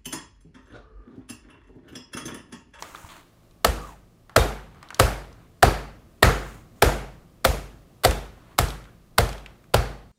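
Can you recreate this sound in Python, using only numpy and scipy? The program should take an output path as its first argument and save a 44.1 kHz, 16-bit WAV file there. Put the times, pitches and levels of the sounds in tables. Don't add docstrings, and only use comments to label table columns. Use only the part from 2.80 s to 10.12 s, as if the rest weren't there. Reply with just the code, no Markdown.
import sys
import numpy as np
from scipy import signal
from scipy.fft import rfft, irfft
from scipy.io import wavfile
from scipy.ndimage import uniform_filter1d, map_coordinates

SR = 44100
rng = np.random.default_rng(int(sys.argv[2]) if len(sys.argv) > 2 else 0)


def volts_from_db(level):
    exponent = np.asarray(level, float) / 20
    return 10 ** exponent


def generate_wav(sig):
    pcm = np.round(np.clip(np.atleast_2d(sig).T, -1, 1) * 32767).astype(np.int16)
    wavfile.write(sys.argv[1], SR, pcm)


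N = 322646

# [f/Hz, level/dB per Hz]
ROOM_TONE = [(12, -31.5), (20, 1), (44, -2), (169, -12), (230, -9), (305, -12.5), (351, -8.5), (393, -16),
             (670, -16.5), (913, -25), (1210, -20.5), (1390, -28.5), (13900, -40), (15200, -37),
             (16500, -57.5)]
# [f/Hz, level/dB]
FRIDGE_LINES = [(27, -74), (60, -74), (114, -62.5), (168, -63.5)]
# [t/s, hold/s, hiss level/dB, body level/dB]
BAG_STROKES = [
    (0, .27, -58, -48),
    (.29, 0.099, -65, -49.5),
    (1.0, 0.1, -61, -49),
    (1.9, 0.25, -82.5, -55.5),
    (2.15, 0.055, -69.5, -54),
    (2.5, 0.13, -79.5, -56.5),
    (3.56, 0.19, -60.5, -50.5),
    (3.949, 0.055, -71.5, -62),
    (5.55, 0.18, -80.5, -55.5),
]
# [f/Hz, level/dB per Hz]
RUB_HISS = [(2500, -4.5), (4300, -9), (5300, -4), (6800, 2), (10000, -4.5), (11700, -8), (14500, -6),
            (16000, -7)]
RUB_BODY = [(180, -33), (300, 3), (441, -18.5), (678, -2.5), (734, -10), (975, -1), (4500, -21),
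            (5850, -52.5), (9900, -120)]
# [f/Hz, level/dB per Hz]
PUFF_SPECTRUM = [(1300, -15), (2000, -3), (3500, 0.5), (4600, -7), (5500, -22), (12000, -40)]
# [t/s, peak level/dB, sheet f/Hz, treble level/dB]
CREASES = [(0.0237, -21.5, 1160, -5.5), (.1481, -25, 1270, -20), (0.157, -37.5, 3530, -27),
           (0.248, -36, 990, -18), (0.2878, -39, 1100, -22), (.633, -54, 1200, -13.5), (.71, -55, 4030, -4),
           (1.495, -30.5, 1090, -18), (1.946, -41, 1136, -15.5), (1.958, -44.5, 1110, -28),
           (1.971, -46.5, 1200, -28.5), (1.982, -49.5, 1500, -21.5), (2.0282, -28.5, 1165, -12.5),
           (2.0875, -42, 4020, -13.5), (2.1047, -25, 1480, -15), (2.1289, -37.5, 1101, -32.5),
           (2.145, -28, 4560, -3), (2.167, -43, 2930, -15), (2.528, -47.5, 5050, -12), (5.31, -25, 3930, 4),
           (5.885, -28, 4000, -12), (5.904, -27, 3380, -12), (6.041, -42, 2840, -16.5),
           (6.053, -36.5, 1560, -35), (6.491, -34.5, 4560, 3), (6.5289, -28.5, 3170, -11.5),
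           (6.58, -40, 3530, -11), (6.6609, -30, 2600, -16), (6.841, -49, 1610, -8)]
# [t/s, level/dB]
PATS = [
    (.05, -44),
    (.125, -44),
    (.243, -33),
]
# [t/s, weight level/dB, rim level/dB, cup level/dB, tray level/dB]
IMPACTS = [(0.8469, -25, -11.5, -13, -15.5), (1.5632, -20, -6, -9.5, -13.5),
           (2.1977, -20.5, -8.5, -10, -13), (2.8287, -19.5, -7.5, -5, -14), (3.4293, -16, -2.5, -27.5, -19),
           (4.0232, -19, -14, -4.5, -10.5), (4.6495, -23.5, -22.5, -12.5, -11),
           (5.249, -22.5, -21, -10, -12), (5.7876, -25, -16, -17.5, -36), (6.383, -24, -16, -9.5, -14),
           (6.9425, -23.5, -12, -8, -20)]
# [bag lead-in t/s, brightness level/dB, bag squeak f/Hz, counter edge nearness level/dB]
LANDINGS = [(0.00271, 5, 8400, -11.5), (0.0033, 4, 12000, 1.5), (.0054, 5.5, 15000, 3.5),
            (.005, 2.5, 4600, 2), (.0055, 1, 6800, 1.5), (0.0039, 3.5, 7100, -1.5), (.006, 7, 6700, -3),
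            (.014, 5.5, 3600, -1.5), (.007, 7, 8000, 1), (0.0044, 4.5, 3360, 3), (.00525, 0.5, 4500, 3.5)]
# [f/Hz, level/dB per Hz]
SLAP_SPECTRUM = [(410, -4.5), (700, -7), (1000, -11), (1370, -7), (2700, -14.5), (4640, -11), (6450, -21.5),
                 (7080, -14), (13900, -16), (15700, -21.5), (16500, -41)]
# [f/Hz, level/dB, t60/s]
RIM_MODES = [(1133, -5, 0.028), (1300, -2, 0.028), (1800, -12, 0.03), (1900, -11.5, 0.022)]
CUP_MODES = [(697, 5.5, 0.034), (785, -5, 0.047)]
TRAY_MODES = [(480.4, 1, 0.095), (523, -5, 0.19)]
MEAT_MODES = [(290, 1, 0.03), (363, -4, 0.031)]
# [f/Hz, level/dB per Hz]
ECHO_SPECTRUM = [(88, -13.5), (150, -2.5), (276, -6.5), (479, -1.5), (606, -5), (767, -4), (972, -10),
                 (1310, -8.5), (1410, -10), (1820, -15), (12500, -33), (15300, -41), (16500, -53)]
# [f/Hz, t60/s]
ROOM_DECAY = [(150, 0.58), (400, 0.52), (1000, 0.53), (3000, 0.54), (8000, 0.45), (15000, 0.42)]
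# [f/Hz, level/dB]
ECHO_LUMPS = [(2000, 2), (6000, .8)]
# [t/s, f/Hz, level/dB, t60/s]
JAR_CHIMES = [
    (.852, 3600, -44, 0.19),
    (1.572, 3690, -30, 0.25),
    (2.835, 3700, -42, 0.21),
]
# [f/Hz, signed size at the microphone, t60/s]
LOW_MODES = [(41.5, 2.0, .19), (50.4, -2.5, .6), (63.8, 3.8, .2), (75.5, -2.6, .28), (86.3, 1.3, .32)]
UPPER_MODES = [(98.9, -2.3, .15), (115.8, -2.45, .27)]
# [f/Hz, level/dB, t60/s]
CUPBOARD_MODES = [(137.2, -0.5, 0.62), (162, -20.5, .25), (227.5, -5.5, 0.41), (390, -9.5, .12)]
# [f/Hz, level/dB per Hz]
FAR_ROOMS = [(40, -12), (90, -0.5), (130, -1.5), (250, -4.5), (500, -8), (1200, -16.5), (3000, -39.5)]
# [f/Hz, level/dB]
MICROPHONE = [(20, 0), (15700, 3), (16100, -11), (16700, -44.5), (16900, -77.5)]

FLOOR_DB = -54
SLIDE_ATTACK_S, SLIDE_T60_S = 0.018, 0.38
PUFF_S, PUFF_DB, PUFF_T60_S = 0.289, -53, 0.5
SNAP_T60_S, SNAP_ECHO_DB = 0.02, -17
USUAL_DB = -21
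SLAP_DB, SLAP_GROWS, SLAP_T60_S, SLAP_DULL_DB, CRUSH_DB = -3, 0.37, 0.035, -13, -13
MIDDLE_DB, MIDDLE_GROWS, SQUEAK_DB, MEAT_DB = 1.8, 0.4, 6.5, -22
RING_IN_ECHO, USUAL_RING_DB = 0.2, -12
LUMP_BINS, LUMP_FRAMES = 3, 5
BOOM_DB, BOOM_GROWS, BOOM_LAG_S = -26, 0.6, 0.0078
PEEL_S, PEEL_LONG_S, PEEL_DB = 1.0, 0.18, -46
PEEL_HZ, PEEL_END_HZ, PEEL_WIDTH_HZ = 1210, 520, 260


def unit(x):
    return x / np.sqrt(np.mean(x ** 2) + 1e-20)


def along(points, hz):
    f, v = np.transpose(points)
    return np.interp(np.log(hz + 1), np.log(f + 1), v)


def noise(spectrum, size, treble_db=0):
    hz = np.fft.rfftfreq(size, 1 / SR)
    gain_db = along([(spectrum[0][0] / 2, -120)] + list(spectrum), hz)
    gain_db = gain_db + along([(2000, 0.0028), (11000, treble_db)], hz)
    return unit(irfft(rfft(rng.standard_normal(size)) * volts_from_db(gain_db), size))


def wobble(rate):
    knots = rng.standard_normal(int(N * rate / SR) + 4)
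    return map_coordinates(knots, [np.arange(N) * rate / SR])


def ring(modes, t, scatter_db):
    total = 0
    for hz, db, t60 in modes:
        level_db = db + rng.normal(0, scatter_db) - 60 * t / t60
        total = total + rng.choice([-1, 1]) * volts_from_db(level_db) * np.sin(2 * np.pi * hz * t)
    return total


def tail(colour):
    hz, t, z = signal.stft(noise(ECHO_SPECTRUM, SR), SR, nperseg=256)
    z = z * volts_from_db(along(colour, hz)[:, None] - 60 * t / along(ROOM_DECAY, hz)[:, None])
    lumps = uniform_filter1d(rng.standard_normal(z.shape), LUMP_BINS, 0)
    lumps = uniform_filter1d(lumps, LUMP_FRAMES, 1)
    z = z * volts_from_db(along(ECHO_LUMPS, hz)[:, None] * unit(lumps))
    return signal.istft(z, SR, nperseg=256)[1][:SR]


def blank():
    return np.zeros(N + SR), np.arange(SR) / SR


def add(track, s, sound):
    track[round(s * SR):][:len(sound)] += sound


def kitchen():
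    t = np.arange(N) / SR
    hum = 0
    for hz, db in FRIDGE_LINES:
        hum = hum + volts_from_db(db + 2 * wobble(9.6)) * np.sin(2 * np.pi * hz * t + 0.5 * wobble(5.4))
    return volts_from_db(FLOOR_DB - 4 + 0.95 * wobble(1.3)) * noise(ROOM_TONE, N) + hum


def slide():
    t = np.arange(N) / SR
    grain = volts_from_db(1.5 * wobble(300) + 0.7 * wobble(25))
    s, hold, hiss_db, body_db = np.transpose(BAG_STROKES)[..., None]
    rise = np.clip((t - s) / SLIDE_ATTACK_S + (s < 0.02), 0, 1)
    stroke = rise * volts_from_db(-60 * np.maximum(t - s - hold, 0) / SLIDE_T60_S)
    hiss = (volts_from_db(hiss_db) * stroke).sum(0) * noise(RUB_HISS, N)
    body = (volts_from_db(body_db - 6.0) * stroke).sum(0) * noise(RUB_BODY, N)
    puff = volts_from_db(PUFF_DB - 60 * np.abs(t - PUFF_S) / PUFF_T60_S) * (t > PUFF_S) * noise(PUFF_SPECTRUM, N)
    return grain * (hiss + body + puff)


def snaps():
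    out, t = blank()
    tick_spectrum = [(1500, -4), (5000, 0), (9000, -4), (12000, -12), (16500, -20)]
    for s, db, hz, treble_db in CREASES:
        tick = volts_from_db(treble_db + 3 - 60 * t / 0.012) * noise(tick_spectrum, SR)
        resonance = [(hz * 0.39, -16), (hz, 0), (hz * 1.66, -12), (hz * 4, -30), (hz * 12, -60)]
        sheet = volts_from_db(-60 * t / SNAP_T60_S) * noise(resonance, SR)
        sheet = volts_from_db(-1.5) * sheet + ring([(hz, -4, SNAP_T60_S)], t, scatter_db=0)
        echo = volts_from_db(SNAP_ECHO_DB) * tail([(400, -12), (hz, 4), (12000, treble_db + 6)])
        add(out, s, volts_from_db(db - 5.0) * (tick + sheet + echo) * np.minimum(t / 0.00046, 1))
    return out[:N]


def pats():
    out, t = blank()
    for s, db in PATS:
        add(out, s, volts_from_db(db - 60 * t / 0.059) * np.sin(2 * np.pi * 85 * t))
    return out[:N]


def slap(t, lead, extra_db, bright_db):
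    u = t - lead
    crush = volts_from_db(CRUSH_DB + 3 + 9 * np.minimum(u / lead, 0)) * (u < 0.002) * np.minimum(t / 0.0013, 1)
    crack = np.clip(u / 0.00058, 0, 1) * volts_from_db(-60 * np.abs(u) / SLAP_T60_S)
    level = volts_from_db(SLAP_DB + SLAP_GROWS * extra_db - 6.5)
    return level * (crush + crack) * noise(SLAP_SPECTRUM, SR, SLAP_DULL_DB + bright_db)


def struck_body(t, modes, db, delay, spread):
    push = rng.standard_normal(600) * np.sin(np.pi * np.minimum(t[:600] / spread, 1))
    body = signal.fftconvolve(ring(modes, t, scatter_db=1.5), push)[:SR]
    start = int(max(delay, 0) * SR)
    out = np.zeros(SR)
    out[start:] = volts_from_db(db) * body[:SR - start] / np.abs(body).max()
    return out


def blow_echo(u, extra_db, ring_db, bright_db, squeak_hz):
    tray, cup, rim = RING_IN_ECHO * (np.array(ring_db) - USUAL_RING_DB)
    middle = MIDDLE_DB + MIDDLE_GROWS * extra_db
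    colour = [(330, 0.0055), (500, tray), (720, cup), (1200, rim), (1900, middle), (3000, 0.0065),
              (11000, bright_db)]
    squeak = [(squeak_hz * 0.85, -25), (squeak_hz, SQUEAK_DB), (squeak_hz * 1.15, -25)]
    swell = np.clip((u - 0.006) / 0.011, 0, 1) * (1 + volts_from_db(-60 * np.abs(u) / 0.023))
    return swell * (tail(colour) + tail(squeak))


def blows():
    out, t = blank()
    for (s, weight_db, rim_db, cup_db, tray_db), (lead, bright_db, squeak_hz, _) in zip(IMPACTS, LANDINGS):
        extra_db = weight_db - USUAL_DB
        hit = slap(t, lead, extra_db, bright_db)
        hit += struck_body(t, RIM_MODES, rim_db, lead - 0.002, 0.003)
        hit += struck_body(t, CUP_MODES, cup_db, lead + 0.002, 0.006)
        hit += struck_body(t, TRAY_MODES, tray_db, lead + 0.005, 0.012)
        hit += struck_body(t, MEAT_MODES, MEAT_DB, lead + 0.001, 0.006)
        wall = signal.fftconvolve(hit, rng.standard_normal(120) / 11)[:SR]
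        echo = blow_echo(t - lead, extra_db, (tray_db, cup_db, rim_db), bright_db, squeak_hz)
        add(out, s - lead, hit + volts_from_db(weight_db) * echo)
        add(out, s - lead + 0.021, volts_from_db(-18.5) * wall)
    return out[:N]


def chimes():
    out, t = blank()
    for s, hz, db, t60 in JAR_CHIMES:
        pair = ring([(hz, db, t60), (hz + 14, db - 5, t60)], t, scatter_db=0.5)
        add(out, s, pair * np.minimum(t / 0.0065, 1))
    return out[:N]


def signed_modes(modes, t):
    return sum(size * volts_from_db(-60 * t / t60) * np.sin(2 * np.pi * hz * t) for hz, size, t60 in modes)


def booms():
    out, t = blank()
    low, upper = signed_modes(LOW_MODES, t), signed_modes(UPPER_MODES, t)
    soft = t[:300] * np.exp(-t[:300] / 0.0007)
    soft = soft / soft.sum()
    for (s, weight_db, *_), (*_, upper_db) in zip(IMPACTS, LANDINGS):
        cupboards = ring(CUPBOARD_MODES, t, scatter_db=1.5) * (1 - np.exp(-t / 0.019))
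        far = volts_from_db(-16.0 - 60 * t / 2.5) * np.minimum(t / 0.062, 1) * noise(FAR_ROOMS, SR)
        boom = np.convolve(low + volts_from_db(upper_db) * upper + cupboards + far, soft)[:SR]
        add(out, s + BOOM_LAG_S, volts_from_db(BOOM_DB + BOOM_GROWS * (weight_db - USUAL_DB)) * boom)
    return out[:N]


def peel():
    u = np.clip((np.arange(N) / SR - PEEL_S) / PEEL_LONG_S, 0, 1)
    phase = 2 * np.pi * np.cumsum(PEEL_HZ + (PEEL_END_HZ - PEEL_HZ) * u ** 2) / SR
    band = wobble(PEEL_WIDTH_HZ) * np.sin(phase) + wobble(PEEL_WIDTH_HZ) * np.cos(phase)
    return volts_from_db(PEEL_DB) * np.sin(np.pi * np.sqrt(u)) * band


def scene():
    return (kitchen() + slide() + snaps() + pats() + blows() + chimes() + booms() + peel())[None]


def band_limit(x):
    return signal.sosfilt(signal.butter(12, 16800, fs=SR, output="sos"), x)


def record(dry):
    clipped = dry / (1 + np.abs(dry / 0.8) ** 6) ** (1 / 6)
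    edged = irfft(rfft(clipped) * volts_from_db(along(MICROPHONE, np.fft.rfftfreq(N, 1 / SR))), N)
    return band_limit(edged)


dry = scene()
out = record(dry)
generate_wav(out)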